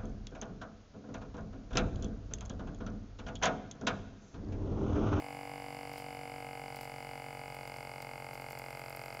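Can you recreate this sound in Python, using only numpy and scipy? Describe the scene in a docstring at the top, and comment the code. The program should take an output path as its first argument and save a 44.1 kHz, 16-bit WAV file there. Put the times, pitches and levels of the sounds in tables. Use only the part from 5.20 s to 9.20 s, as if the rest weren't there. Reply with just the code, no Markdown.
"""A close, buzzing drone sinks slowly in pitch: a blood pressure monitor's diaphragm pump fills a cuff.
Each motor turn knocks the plastic case once, and the knocks fuse into a tone coloured by its resonances.
Valves tick, the brushes whirr, and the speed sags as pressure builds. The tightening cuff's
hook-and-loop fastener crackles faintly; appliances hum in the quiet room."""
import sys
import numpy as np
from scipy import signal
from scipy.fft import rfft, irfft
from scipy.io import wavfile
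from scipy.ndimage import map_coordinates

SR = 44100
rng = np.random.default_rng(int(sys.argv[2]) if len(sys.argv) > 2 else 0)


def output_pcm(signal):
    """Save a mono or channel-first signal as 16-bit PCM at the path in sys.argv[1].

    Samples are clipped to [-1, 1] before scaling.
    """
    pcm = np.clip(np.atleast_2d(signal).T, -1, 1) * 32767
    wavfile.write(sys.argv[1], SR, np.round(pcm).astype(np.int16))


N = 176400
TIME = np.arange(N) / SR
FFT_SIZE = 16384
BINS = np.fft.rfftfreq(FFT_SIZE, 1 / SR)

# The motor slows under load. Each row: time in seconds, speed in turns per second.
MOTOR_SPEED = [(0.0, 47.71), (0.4, 47.573), (0.7, 47.422), (0.87, 47.153), (1.05, 47.164), (1.35, 46.776),
               (1.7, 46.266), (1.9, 46.443), (2.2, 46.173), (2.5, 45.813), (2.9, 45.625), (3.3, 45.498),
               (3.65, 45.234), (4.0, 45.127)]
# Bright spectrum of a snapping hook. 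Each row: frequency in Hz, relative gain in dB.
SNAP_SPECTRUM = [(2000, -36), (8000, -12), (10500, -5), (12300, 0), (13600, -6), (16000, -8)]


def case_knocks(turns):
    """Impulse excitation: one stroke per turn rings the case, whose colour shifts as the cuff tightens."""
    # Broad spectrum of a knock. Each row: frequency in Hz, relative gain in dB.
    knock_spectrum = [(25.0, -14), (46.0, -2), (92.0, -34), (138.0, 6), (185.0, -12.5), (235.0, -4.5),
                      (380.0, -18), (460.0, -5), (640.0, -1.5), (825.0, 6.5), (900.0, -1.5), (1095.0, -6.5),
                      (1135.0, -41.5), (1205, -9.5), (1500, -8.5), (1930, -18.5), (2090, 1), (2230, -1.5),
                      (2380, -10.5), (2750, -13.5), (3200, -26.5), (6200, -44), (16000, -59)]
    # Resonances and dips of case and surroundings. Each row: centre in Hz, width in Hz, gain in dB.
    resonances = [(289.5, 28.7, 17.6), (404.6, 8.0, 4.7), (472.7, 31.5, 10.7), (594.7, 29.7, 6.4),
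                  (672.7, 20.6, 6.1), (698.9, 14.8, -6.3), (756, 42, 6.6), (890.8, 20.7, -11.7),
                  (911.9, 19.9, 5.7)]
    # The case flexes later at low pitch. Each row: frequency in Hz, delay in milliseconds.
    flex_delay = [(150, 0.034), (450, 1.88), (800, 1.45), (1300, 0.12), (2200, 0.42), (3500, 0.033)]
    # Change from slack cuff to tight cuff. Each row: frequency in Hz, gain in dB.
    tightening = [(140.0, -0.5), (280.0, -2.5), (350.0, 5), (680.0, 0), (722.0, -5.5), (765.0, -3.5),
                  (1300.0, 4.5), (2200, 1.5)]
    blows = strokes(turns)
    case_db = curve(knock_spectrum) + sum(peak(hz, width, db) for hz, width, db in resonances)
    lag_s = curve(flex_delay) / 1000
    slack = colour(blows, case_db, lag_s)
    tight = colour(blows, case_db + curve(tightening), lag_s)
    tightness = TIME / TIME[-1]
    return amp(-46) * unit((1 - tightness) * slack + tightness * tight)


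def nasal_swell(drone, at_s=2.26, half_s=0.42):
    """Formant emphasis: the drone's main ring swells slightly, midway through the inflation."""
    swell = np.exp(-((TIME - at_s) / half_s) ** 2)
    boosted = colour(drone, peak(hz=850, width_hz=75, db=1.5))
    return (1 - swell) * drone + swell * boosted


def valves(turns, lead_turns=.02, tick_hz=4858, tick_width_hz=2280):
    """Impact and free decay: the outlet valve ticks just before each knock; softer flaps follow."""
    # Strength of the outlet tick. Each row: time in seconds, rms level in dB.
    tick_levels = [(0, -67), (0.6, -63.5), (1.3, -67), (1.6, -63.5), (1.85, -64), (2.1, -67.5),
                   (2.55, -62.5), (3.05, -66.5), (3.7, -61.5)]
    # Flaps of the other chambers. Each row: delay in turns, centre in Hz, width in Hz, rms level in dB.
    chamber_flaps = [(0.24, 2500, 305, -67), (.3, 1515, 240, -74.5), (.76, 1234, 290, -70.5),
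                     (.2, 2890, 180, -70.5)]
    closures = strokes(turns + lead_turns, uneven_db=1.1)
    tick = ring(ring(closures, tick_hz, tick_width_hz), tick_hz, tick_width_hz)
    ping = amp(-12) * ring(closures, hz=4896, width_hz=330)
    flaps = sum(amp(db) * ring(strokes(turns - delay), hz, width)
                for delay, hz, width, db in chamber_flaps)
    return amp(over_time(tick_levels)) * unit(tick + ping) + flaps


def brush_whirr(turns, track_points=900, random_share=.08, bursts_per_turn=6):
    """Periodic friction: brushes scrape the same rough track every turn, in one burst per commutation."""
    # Brush and bearing noise. Each row: frequency in Hz, relative gain in dB.
    whirr_spectrum = [(300, -1.5), (900, 7.5), (1800, 10.5), (2400, 7), (2900, 11.5), (3200, 1.5),
                      (4000, -5), (4900, 5), (6300, -12), (7450, 4.5), (7900, -6), (8800, 5), (9500, -8.5),
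                      (11000, 5), (12000, -2), (14200, -8), (15800, -2)]
    roughness = rng.standard_normal(track_points)
    track = map_coordinates(roughness, [turns % 1 * track_points], mode="grid-wrap")
    scrape = np.sqrt(1 - random_share) * track + np.sqrt(random_share) * rng.standard_normal(N)
    bursts = 1 + 0.39 * np.cos(2 * np.pi * bursts_per_turn * turns)
    return amp(-58) * unit(colour(scrape * bursts, curve(whirr_spectrum)))


def hook_snaps(snap_s=0.00059, tail_s=0.0031):
    """Elastic release: each strained hook lets go in a bright puff with a duller body and a short tail."""
    # Each row: start in seconds, level in dB, body's relative level in dB (both before filtering).
    snaps = [(0.7324, -56, -15), (0.784, -53, -21), (1.56, -50.5, -17), (1.572, -54, -23),
             (1.612, -50.5, -26), (1.63, -57, -21), (1.645, -58.5, -10.5), (2.3477, -56, -18),
             (2.4755, -56, -12), (2.569, -63, -7), (2.821, -53.5, -10.5), (3.137, -52, -25),
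             (3.146, -58, -14), (3.212, -58, -16), (3.3033, -50.5, -20), (3.321, -53, -16),
             (3.3886, -51, -12.5), (3.505, -58, -14), (3.5937, -55, -15), (3.6962, -49, -23),
             (3.763, -48, -26), (3.822, -57.5, -21.5), (3.858, -56, -17), (3.9434, -55, -19)]
    # Duller part of a snap. Each row: frequency in Hz, relative gain in dB.
    body_spectrum = [(1000, -24), (3500, -8), (4800, 0), (6200, -4), (7500, -1), (14000, -15)]
    bright, body = np.zeros(N), np.zeros(N)
    t = TIME[:SR // 10]
    release = np.e * (t / snap_s) ** 2 * np.exp(-(t / snap_s) ** 2)
    envelope = release + amp(2.5) * np.exp(-t / tail_s)
    for start_s, db, body_db in snaps:
        at = round(start_s * SR)
        puff = (amp(db) * envelope * rng.choice([-1, 1], len(t)))[:N - at]
        bright[at:at + len(puff)] += puff
        body[at:at + len(puff)] += amp(body_db) * puff
    return colour(bright, curve(SNAP_SPECTRUM) + 7) + colour(body, curve(body_spectrum) + 21)


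def cuff_rustle():
    """Shot noise: fabric ticks merge into rustles, and small hooks crackle once the cuff is tight."""
    # The cuff shifts. Each row: centre in seconds, half length in seconds, level in dB.
    shifts = [(0.785, 0.045, -60), (1.615, 0.06, -62.5)]
    # Colour of the fabric. Each row: frequency in Hz, relative gain in dB.
    fabric_spectrum = [(1500, -8), (2700, 4), (3600, -3), (5000, 5), (6200, -6), (7700, 1), (15000, -7)]
    # Fine crackle of strained hooks. Each row: time in seconds, rms level in dB.
    strain_levels = [(2.9, -84), (3.25, -72), (3.75, -68), (4, -72)]
    swell = sum(amp(db) * np.exp(-((TIME - at_s) / half_s) ** 2) for at_s, half_s, db in shifts)
    fabric = unit(colour(grains(per_s=1000), curve(fabric_spectrum)))
    hooks = unit(colour(grains(per_s=300), curve(SNAP_SPECTRUM)))
    return swell * fabric + amp(over_time(strain_levels)) * hooks


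def reverberation(x, t60_s=0.37, gap_s=.003):
    """Diffuse reflection: the room answers with a short, exponentially decaying tail."""
    # Colour of the reflections. Each row: frequency in Hz, gain in dB.
    room_spectrum = [(300, -36.5), (750, -10), (2200, -17.5), (3000, -8.5), (5000, -18)]
    t = TIME[:SR // 2]
    tail = rng.standard_normal(len(t)) * np.exp(-np.log(1000) * t / t60_s) * (t > gap_s)
    reflections = signal.fftconvolve(x, tail / np.linalg.norm(tail))[:N]
    return colour(reflections, curve(room_spectrum))


def background():
    """Superposition: steady appliance tones lie over the soft broadband noise of room air."""
    # Appliance hum. Each row: frequency in Hz, rms level in dB.
    hum_tones = [(84.4, -72), (112.6, -69.5), (120, -61.5), (148.2, -66.5), (240, -73.5)]
    # Room air. Each row: frequency in Hz, relative gain in dB.
    air_spectrum = [(20, -33), (30, 5), (70, 7.5), (150, 8), (800, 1), (1600, -7), (3500, -19),
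                    (8000, -10.5), (16000, -28.5)]
    hum = sum(amp(db) * np.sqrt(2) * np.sin(2 * np.pi * (hz * TIME + rng.random()))
              for hz, db in hum_tones)
    air = amp(-62.5) * unit(colour(rng.standard_normal(N), curve(air_spectrum)))
    return hum + air


def strokes(turns, uneven_db=.2):
    """Band-limited pulse train: one slightly uneven impulse per turn."""
    samples_off = (turns - np.round(turns)) * SR / over_time(MOTOR_SPEED)
    pulses = np.sinc(samples_off) * np.exp(-(samples_off / 10) ** 2)
    return pulses * amp(uneven_db * drift())


def grains(per_s):
    """Poisson process: tiny random ticks, scaled to rms 1."""
    return unit(rng.standard_normal(N) * (rng.random(N) < per_s / SR))


def drift(bandwidth_hz=30.7):
    """Low-pass noise: a random wander of rms 1."""
    low_pass = np.exp(-(np.fft.rfftfreq(N, 1 / SR) / bandwidth_hz) ** 2)
    return unit(irfft(rfft(rng.standard_normal(N)) * low_pass, N))


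def ring(x, hz, width_hz):
    """Damped resonance with steep skirts, scaled to rms 1."""
    detuning = (BINS ** 2 - hz ** 2) / ((BINS + 20) * width_hz)
    return unit(colour(x, -30 * np.log10(1 + detuning ** 2)))


def peak(hz, width_hz, db):
    """Lorentzian peak or dip, in dB at each frequency bin."""
    return db / (1 + (2 * (BINS - hz) / width_hz) ** 2)


def colour(x, db, lag_s=0):
    """Minimum-phase filtering, with an extra group delay at each frequency."""
    log_gain = np.log(amp(db))
    phase = -signal.hilbert(np.r_[log_gain, log_gain[-2:0:-1]]).imag[:len(BINS)]
    phase -= 2 * np.pi * np.cumsum(lag_s * np.ones(len(BINS))) * BINS[1]
    response = irfft(np.exp(log_gain + 1j * phase))[:FFT_SIZE // 2]
    return signal.fftconvolve(x, response)[:N]


def curve(points):
    """Interpolates a table on a log-frequency axis."""
    hz, value = np.transpose(points)
    return np.interp(np.log(BINS + 1), np.log(hz), value)


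def over_time(points):
    """Interpolates a table on the time axis."""
    return np.interp(TIME, *np.transpose(points))


def amp(db):
    """Decibels to gain."""
    return 10 ** (np.asarray(db) / 20)


def unit(x):
    """Scales to rms 1."""
    return x / np.sqrt(np.mean(x ** 2) + 1e-20)


def scene():
    """Phase locking: one shaft angle times knocks, valves and brushes; cuff and room add to them."""
    start_turn, wobble_turns = -.04, 0.00043
    turns = start_turn + np.cumsum(over_time(MOTOR_SPEED)) / SR + wobble_turns * drift()
    pump = nasal_swell(case_knocks(turns)) + valves(turns) + brush_whirr(turns)
    direct = pump + hook_snaps() + cuff_rustle()
    return (direct + reverberation(direct) + background())[None]


def record(dry, cutoff_hz=15800):
    """Band limiting: a linear-phase low-pass removes the highest treble."""
    low_pass = signal.firwin(511, cutoff_hz, window=("kaiser", 9), fs=SR)
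    return signal.oaconvolve(dry, low_pass[None], "same")


dry = scene()
out = record(dry)
output_pcm(out)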